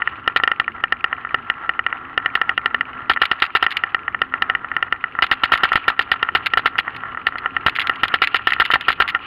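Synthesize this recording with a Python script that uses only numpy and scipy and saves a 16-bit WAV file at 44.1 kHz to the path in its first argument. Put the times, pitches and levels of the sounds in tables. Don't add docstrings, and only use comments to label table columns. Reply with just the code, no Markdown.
import sys
import numpy as np
from scipy import signal
from scipy.fft import rfft, irfft
from scipy.io import wavfile
from scipy.ndimage import uniform_filter1d, minimum_filter1d

SR = 44100
rng = np.random.default_rng(int(sys.argv[2]) if len(sys.argv) > 2 else 0)


def persist_wave(psi):
    counts = np.round(np.clip(psi, -1, 1) * 32767).astype(np.int16)
    wavfile.write(sys.argv[1], SR, np.atleast_2d(counts).T)


N = 408366

# start in seconds, relative level in dB.
KNOCKS = [(0.02, -2), (0.074, 0.5), (0.2765, 6.5), (0.3615, 9.5), (0.3992, -5), (0.4354, 7), (0.4754, 5.5),
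          (0.5156, 2.5), (0.5982, 7.5), (0.679, -3.5), (0.8381, 2.5), (0.9231, 4.5), (1.042, 6),
          (1.128, -2), (1.249, -9), (1.3441, 4), (1.4993, 4.5), (1.6926, 3), (1.792, -0.5), (1.8641, 2),
          (1.9264, -3.5), (2.1766, 4.5), (2.2594, 3), (2.3529, 9), (2.4145, 4), (2.4929, 4.5), (2.5772, 4),
          (2.6584, 7), (2.745, 2), (2.809, 2.5), (3.0967, 18.5), (3.1618, -6), (3.1719, -4), (3.2166, 12.5),
          (3.2331, -3.5), (3.314, 9.5), (3.4208, 13), (3.551, 14), (3.626, 12.5), (3.6642, 5),
          (3.8364, 2.5), (3.9454, 5.5), (4.0795, -4), (4.1459, -3.5), (4.217, 6), (4.3386, 0),
          (4.4214, 6.5), (4.498, 3.5), (4.5503, 1), (4.645, -10.5), (4.7153, -6), (4.765, 1.5), (4.826, 3),
          (4.9244, 4), (5.0402, -0.5), (5.151, -12), (5.1883, -0.5), (5.2228, 16), (5.3139, 13.5),
          (5.4352, 12.5), (5.5197, 15), (5.5363, 2), (5.556, -7), (5.6033, -16.5), (5.6341, 17),
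          (5.7182, 1), (5.7346, -3.5), (5.756, 12.5), (5.8802, 15.5), (5.9921, 11), (6.116, 12),
          (6.2279, 6.5), (6.2881, -2), (6.3504, 13), (6.46, -14), (6.5357, 6), (6.5728, 12.5),
          (6.6578, 12.5), (6.7548, -11), (6.787, 7), (6.8789, -6), (7.0352, -12), (7.147, -13.5),
          (7.1729, -10), (7.2678, 9.5), (7.356, -9), (7.459, -1), (7.5654, 1), (7.663, 17.5),
          (7.7866, -3.5), (7.8954, 6), (8.0332, 12.5), (8.14, 11.5), (8.2185, 13), (8.3444, 10),
          (8.4711, 12), (8.5207, 2), (8.5636, -10), (8.5993, 16), (8.6176, 0), (8.7028, -1.5), (8.7364, 18),
          (8.757, -2), (8.8828, 17.5), (9.0017, 18), (9.148, 3.5)]
# frequency in Hz, T60 in seconds, level in dB, polarity at the microphone, extra dB at full force.
KNOCK_TONES = [(63, 0.094, -40, 1, 0), (385, 0.056, -39, -1, -4), (781, 0.029, -17, 1, 0.5),
               (853, 0.006, -5.5, -1, 4), (1363, 0.022, -1, 1, 0), (1595, 0.08, -34, -1, 12),
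               (1790, 0.026, -2, 1, -3.5), (1920, 0.013, 4, -1, -5), (2416, 0.072, -29, 1, -8.5),
               (2855, 0.014, -2, 1, -1.5), (3184, 0.017, -12.5, -1, 2.5)]
# start in seconds, relative level in dB, length in seconds.
FLURRIES = [(0.3704, -37, 0.004), (3.1346, -41, 0.004), (3.2536, -35, 0.004), (3.4007, -44, 0.004),
            (3.4513, -45.5, 0.014), (3.706, -38.5, 0.023), (3.7685, -33, 0.004), (5.2652, -41.5, 0.004),
            (5.53, -33.5, 0.023), (5.5752, -39, 0.004), (5.689, -47, 0.004), (5.7292, -34.5, 0.004),
            (6.0153, -43.5, 0.014), (6.46, -31.5, 0.014), (6.7823, -37.5, 0.023), (6.9633, -46, 0.004),
            (7.3831, -44, 0.004), (7.6945, -37, 0.004), (7.754, -40.5, 0.023), (7.7957, -35, 0.032),
            (7.8707, -37, 0.004), (7.9566, -47.5, 0.004), (8.0807, -35.5, 0.004), (8.2373, -34, 0.014),
            (8.2725, -34, 0.004), (8.3575, -36.5, 0.014), (8.5039, -34, 0.004), (8.5332, -33.5, 0.004),
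            (8.651, -38, 0.014), (8.713, -34, 0.014), (8.8096, -38.5, 0.004), (8.9173, -41, 0.014),
            (9.0203, -39, 0.004), (9.0775, -36, 0.032)]
# time in seconds, then relative buzz, shiver and rumble levels in dB.
ROAD_LEVELS = [(0.0, -36, -45.5, -45), (0.57, -40.5, -50, -49), (0.77, -39, -53, -49),
               (2.99, -37, -50, -45.5), (3.33, -37.5, -43, -52.5), (3.66, -36.5, -44, -51.5),
               (4.07, -38.5, -53.5, -46), (5.1, -40, -49.5, -48), (5.65, -32.5, -31, -50.5),
               (5.98, -36, -46, -49.5), (6.42, -37.5, -43.5, -45.5), (7.45, -36, -47.5, -45.5),
               (8.64, -36.5, -37, -47), (9.26, -36, -40.5, -46.5)]
# time in seconds, relative level in dB.
TREAD_LEVELS = [(0.0, -60.5), (0.51, -54.5), (1.8, -57.5), (2.68, -50.5), (3.61, -62), (4.05, -53.5),
                (6.57, -55.5), (6.73, -50.5), (9.26, -59.5)]
# frequency in Hz, gain in dB.
HISS_EQ = [(5000, -8.5), (8000, -15), (9200, -12), (11500, -3.5), (14000, -2.5), (16000, -2)]
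BUZZ_EQ = [(300, -27.5), (560, -23), (780, -10), (900, -13), (1150, -4), (1270, -3), (1370, 4.5),
           (1480, -9.5), (1650, -8), (1950, -7), (2400, -27), (3000, -24), (4000, -45), (5500, -76.5)]
RUMBLE_EQ = [(20, -16.5), (40, -8), (70, -0.5), (110, 0.5), (180, -6), (300, -3), (420, -5), (600, -16),
             (1200, -57)]
TICK_EQ = [(200, -29.5), (1000, 1), (1360, 7.5), (1650, 10.5), (2000, 15), (2400, 10), (2900, 11),
           (4000, -0.5), (5000, -16), (6000, -49.5), (7000, -33), (8000, -67.5), (11500, -20), (15000, -45)]
SNAP_EQ = [(2000, -9), (4200, 14.5), (5800, -7), (7000, 4.5), (8000, -17.5), (9500, -7), (12000, 1.5),
           (15000, -17.5)]
RATTLE_EQ = [(900, -21.5), (1400, -2.5), (1900, -3), (2400, 4.5), (2950, -2), (3300, -20), (4200, -29.5),
             (6000, -60)]
RASP_EQ = [(40, -4), (150, -10), (500, -20), (1500, -20), (3500, -10), (5000, 4), (6200, -18.5),
           (7000, -16.5), (8000, -36), (9200, -10.5), (11500, 3), (13500, 1.5), (16000, -6.5)]
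SHIVER_EQ = [(1500, -41), (2400, -11.5), (2900, -7.5), (3400, -22.5), (4500, -39), (6000, -72)]
KNOCK_TREBLE_EQ = [(3000, -2), (4000, -7), (5500, -14), (8000, -33.5)]
CAMERA_EQ = [(3500, 0.5), (5000, 3.5), (6200, -1), (7200, -4.5), (8000, -9.5), (9000, 6), (12000, -4.5)]

TIME_S = np.arange(N) / SR


def undb(db):
    return 10 ** (np.asarray(db) / 20)


def unit(x):
    return x / np.sqrt(np.mean(x ** 2))


def add(out, start_s, sound):
    i = int(np.clip(start_s * SR, 0, N - 1))
    out[i:i + len(sound)] += sound[:N - i]


def colour(x, eq, size=4096):
    hz, db = np.transpose(eq)
    grid_hz = np.maximum(np.fft.rfftfreq(size, 1 / SR), 1)
    gain = undb(np.interp(np.log(grid_hz), np.log(hz), db))
    cepstrum = irfft(np.log(gain))
    cepstrum[1:size // 2] *= 2
    cepstrum[size // 2 + 1:] = 0
    impulse = irfft(np.exp(rfft(cepstrum)))
    return signal.fftconvolve(x, impulse)[:len(x)]


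def wander(rate_hz):
    hold = int(SR / rate_hz)
    steps = np.repeat(rng.standard_normal(N // hold + 1), hold)
    return unit(uniform_filter1d(steps, hold)[:N])


def grit(rate_hz, spread_db):
    sizes = rng.standard_normal(N) * undb(spread_db * rng.standard_normal(N))
    return unit((rng.random(N) < rate_hz / SR) * sizes)


def bursts(starts_s, gains, decay_s, attack_s=0.00047):
    out, t = np.zeros(N), np.arange(4000) / SR
    for start_s, gain in zip(starts_s, gains):
        add(out, start_s, gain * np.exp(-t / decay_s) * (1 - np.exp(-t / attack_s)))
    return out


def self_noise(hiss_db=-82, whine_db=-91, whine_hz=10010, beat_hz=70):
    hiss = unit(colour(rng.standard_normal(N), HISS_EQ))
    whine = unit(np.sin(2 * np.pi * whine_hz * TIME_S) * np.cos(np.pi * beat_hz * TIME_S))
    return hiss * undb(hiss_db) + whine * undb(whine_db)


def tyre_hum(start_hz=250, rise_hz_per_s=2.2, waver_hz=10, throb=0.8, trim_db=1):
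    pitch_hz = start_hz + rise_hz_per_s * TIME_S + waver_hz * wander(27)
    phase = 2 * np.pi * np.cumsum(pitch_hz) / SR
    hum = unit(np.sin(phase) * (1 + throb * wander(22)))
    level_db = np.interp(TIME_S, *np.transpose(TREAD_LEVELS))
    return hum * undb(level_db + trim_db)


def road_buzz():
    times_s, buzz_db, shiver_db, rumble_db = np.transpose(ROAD_LEVELS)

    def level(db, trim_db, flutter_db, flutter_hz):
        return undb(np.interp(TIME_S, times_s, db) + trim_db + flutter_db * wander(flutter_hz))

    buzz = unit(colour(grit(rate_hz=9000, spread_db=4.5), BUZZ_EQ))
    buzz *= level(buzz_db, trim_db=1.5, flutter_db=3, flutter_hz=35)
    rumble = unit(colour(rng.standard_normal(N), RUMBLE_EQ))
    rumble *= level(rumble_db, trim_db=-0.5, flutter_db=0.9, flutter_hz=11)
    shiver = unit(colour(grit(rate_hz=3100, spread_db=-3), SHIVER_EQ))
    shiver *= level(shiver_db, trim_db=-5, flutter_db=4, flutter_hz=70)
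    return buzz + rumble + shiver


def knock_force(db):
    return np.clip((db - 5) / 9, 0, 1)


def mount_rattle(swing_s=0.042, jitter_s=0.003, level_db=-19, scatter_db=3.5, max_swings=6):
    knocks_s = [s for s, _ in KNOCKS]
    starts_s, gains = [], []
    for knock_s, next_s in zip(knocks_s, knocks_s[1:] + [N / SR]):
        for swing, (late, loud) in enumerate(rng.standard_normal((max_swings, 2)), start=1):
            start_s = knock_s + swing * swing_s + jitter_s * late
            if start_s < next_s - swing_s / 2:
                starts_s.append(start_s)
                gains.append(undb(level_db + scatter_db * loud))
    envelope = bursts(starts_s, gains, decay_s=0.0021)
    return colour(envelope * grit(rate_hz=29000, spread_db=2.5), RATTLE_EQ)


def tick_times(gap_s=0.00828, gap_spread=0.28, fall_db=1.5, scatter_db=2, delay_s=0.012, max_ticks=5):
    flurries = list(FLURRIES)
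    for knock_s, db in KNOCKS:
        force = knock_force(db)
        flurries.append((knock_s + delay_s, -41 - 34 * (1 - force), 0.014 * force))
    ticks = []
    for start_s, db, length_s in flurries:
        for k, (late, loud) in enumerate(rng.standard_normal((max_ticks, 2))):
            if k * gap_s < length_s:
                ticks.append((start_s, db - k * fall_db + scatter_db * loud))
            start_s += gap_s * np.exp(gap_spread * late)
    return ticks


def joint_ticks(body_db=22.5, snap_db=3):
    starts_s, db = np.transpose(tick_times())
    body = bursts(starts_s, undb(db + body_db), decay_s=0.0036) * grit(rate_hz=12000, spread_db=1)
    snap = bursts(starts_s, undb(db + snap_db), decay_s=0.0023) * rng.standard_normal(N)
    return colour(body, TICK_EQ) + colour(snap, SNAP_EQ)


def joint_chatter(level_db=-7):
    starts_s, db = np.transpose(KNOCKS)
    envelope = bursts(starts_s, knock_force(db) ** 2 * undb(level_db), decay_s=0.0078)
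    return colour(envelope * grit(rate_hz=1700, spread_db=1.5), TICK_EQ)


def knock_ring(contact_hz, force, draws, detune=0.008, scatter_db=1.2):
    hz, t60_s, db, polarity, force_db = np.transpose(KNOCK_TONES)
    pitch_draw, level_draw = draws.reshape(2, -1)
    t = np.arange(1500)[:, None] / SR
    damping = 1 + 0.16 * force
    decay = np.exp(-np.log(1000) * t * damping / t60_s)
    tones = np.sin(2 * np.pi * hz * (1 + detune * pitch_draw) * t) * decay
    gains = polarity * undb(db + force * force_db + scatter_db * level_draw)
    ring = signal.sosfilt(signal.butter(4, contact_hz, fs=SR, output="sos"), tones @ gains)
    return ring / np.abs(ring).max()


def taps(level_db=-24, spread_db=4, contact_hz=1700, count=60):
    out = np.zeros(N)
    starts_s = rng.random(count) * N / SR
    for start_s in starts_s:
        gain = undb(level_db + spread_db * rng.standard_normal())
        draws = rng.standard_normal(2 * len(KNOCK_TONES))
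        add(out, start_s, gain * knock_ring(contact_hz, force=0, draws=draws))
    return out


def contact_cutoff_hz(start_s, db, soft_hz=1580, hard_hz=4600, dull_hz=1490, near_s=0.04):
    if any(abs(start_s - other_s) < near_s and other_db > db + 8 for other_s, other_db in KNOCKS):
        return dull_hz
    hardness = 1 / (1 + np.exp((4 - db) / 5))
    return soft_hz + (hard_hz - soft_hz) * hardness


def knocks(rebound_s=0.0185, rebound_db=-24, rebound_force_db=3, rebound_contact_hz=1450):
    out = np.zeros(N)
    for start_s, db in KNOCKS:
        force = knock_force(db)
        delay_s = rebound_s * np.exp(0.1 * rng.standard_normal())
        draws = rng.standard_normal(2 * len(KNOCK_TONES))
        blow = knock_ring(contact_cutoff_hz(start_s, db), force, draws)
        rebound = knock_ring(rebound_contact_hz, force=0, draws=-draws)
        add(out, start_s, undb(db) * blow)
        add(out, start_s + delay_s, undb(db + rebound_db + force * rebound_force_db) * rebound)
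    return colour(out, KNOCK_TREBLE_EQ)


def scene():
    case = knocks() + taps()
    mount = joint_ticks() + joint_chatter() + mount_rattle()
    return (case + mount + road_buzz() + tyre_hum() + self_noise())[None]


def record(dry, ceiling=0.67, window_samples=15, knee=0.18, rasp_db=-21, top_hz=15900):
    x = dry[0]
    needed = np.minimum(1, ceiling / np.maximum(np.abs(x), 1e-9))
    gain = uniform_filter1d(minimum_filter1d(needed, window_samples), window_samples)
    limited = x * gain
    tips = limited - np.clip(limited, -knee, knee)
    overload = tips * (1.05 - gain)
    rasp = undb(rasp_db) * colour(overload * rng.standard_normal(N), RASP_EQ)
    lowpass = signal.ellip(8, 0.2, 70, top_hz, fs=SR, output="sos")
    return signal.sosfilt(lowpass, colour(limited + rasp, CAMERA_EQ))[None]


dry = scene()
out = record(dry)
persist_wave(out)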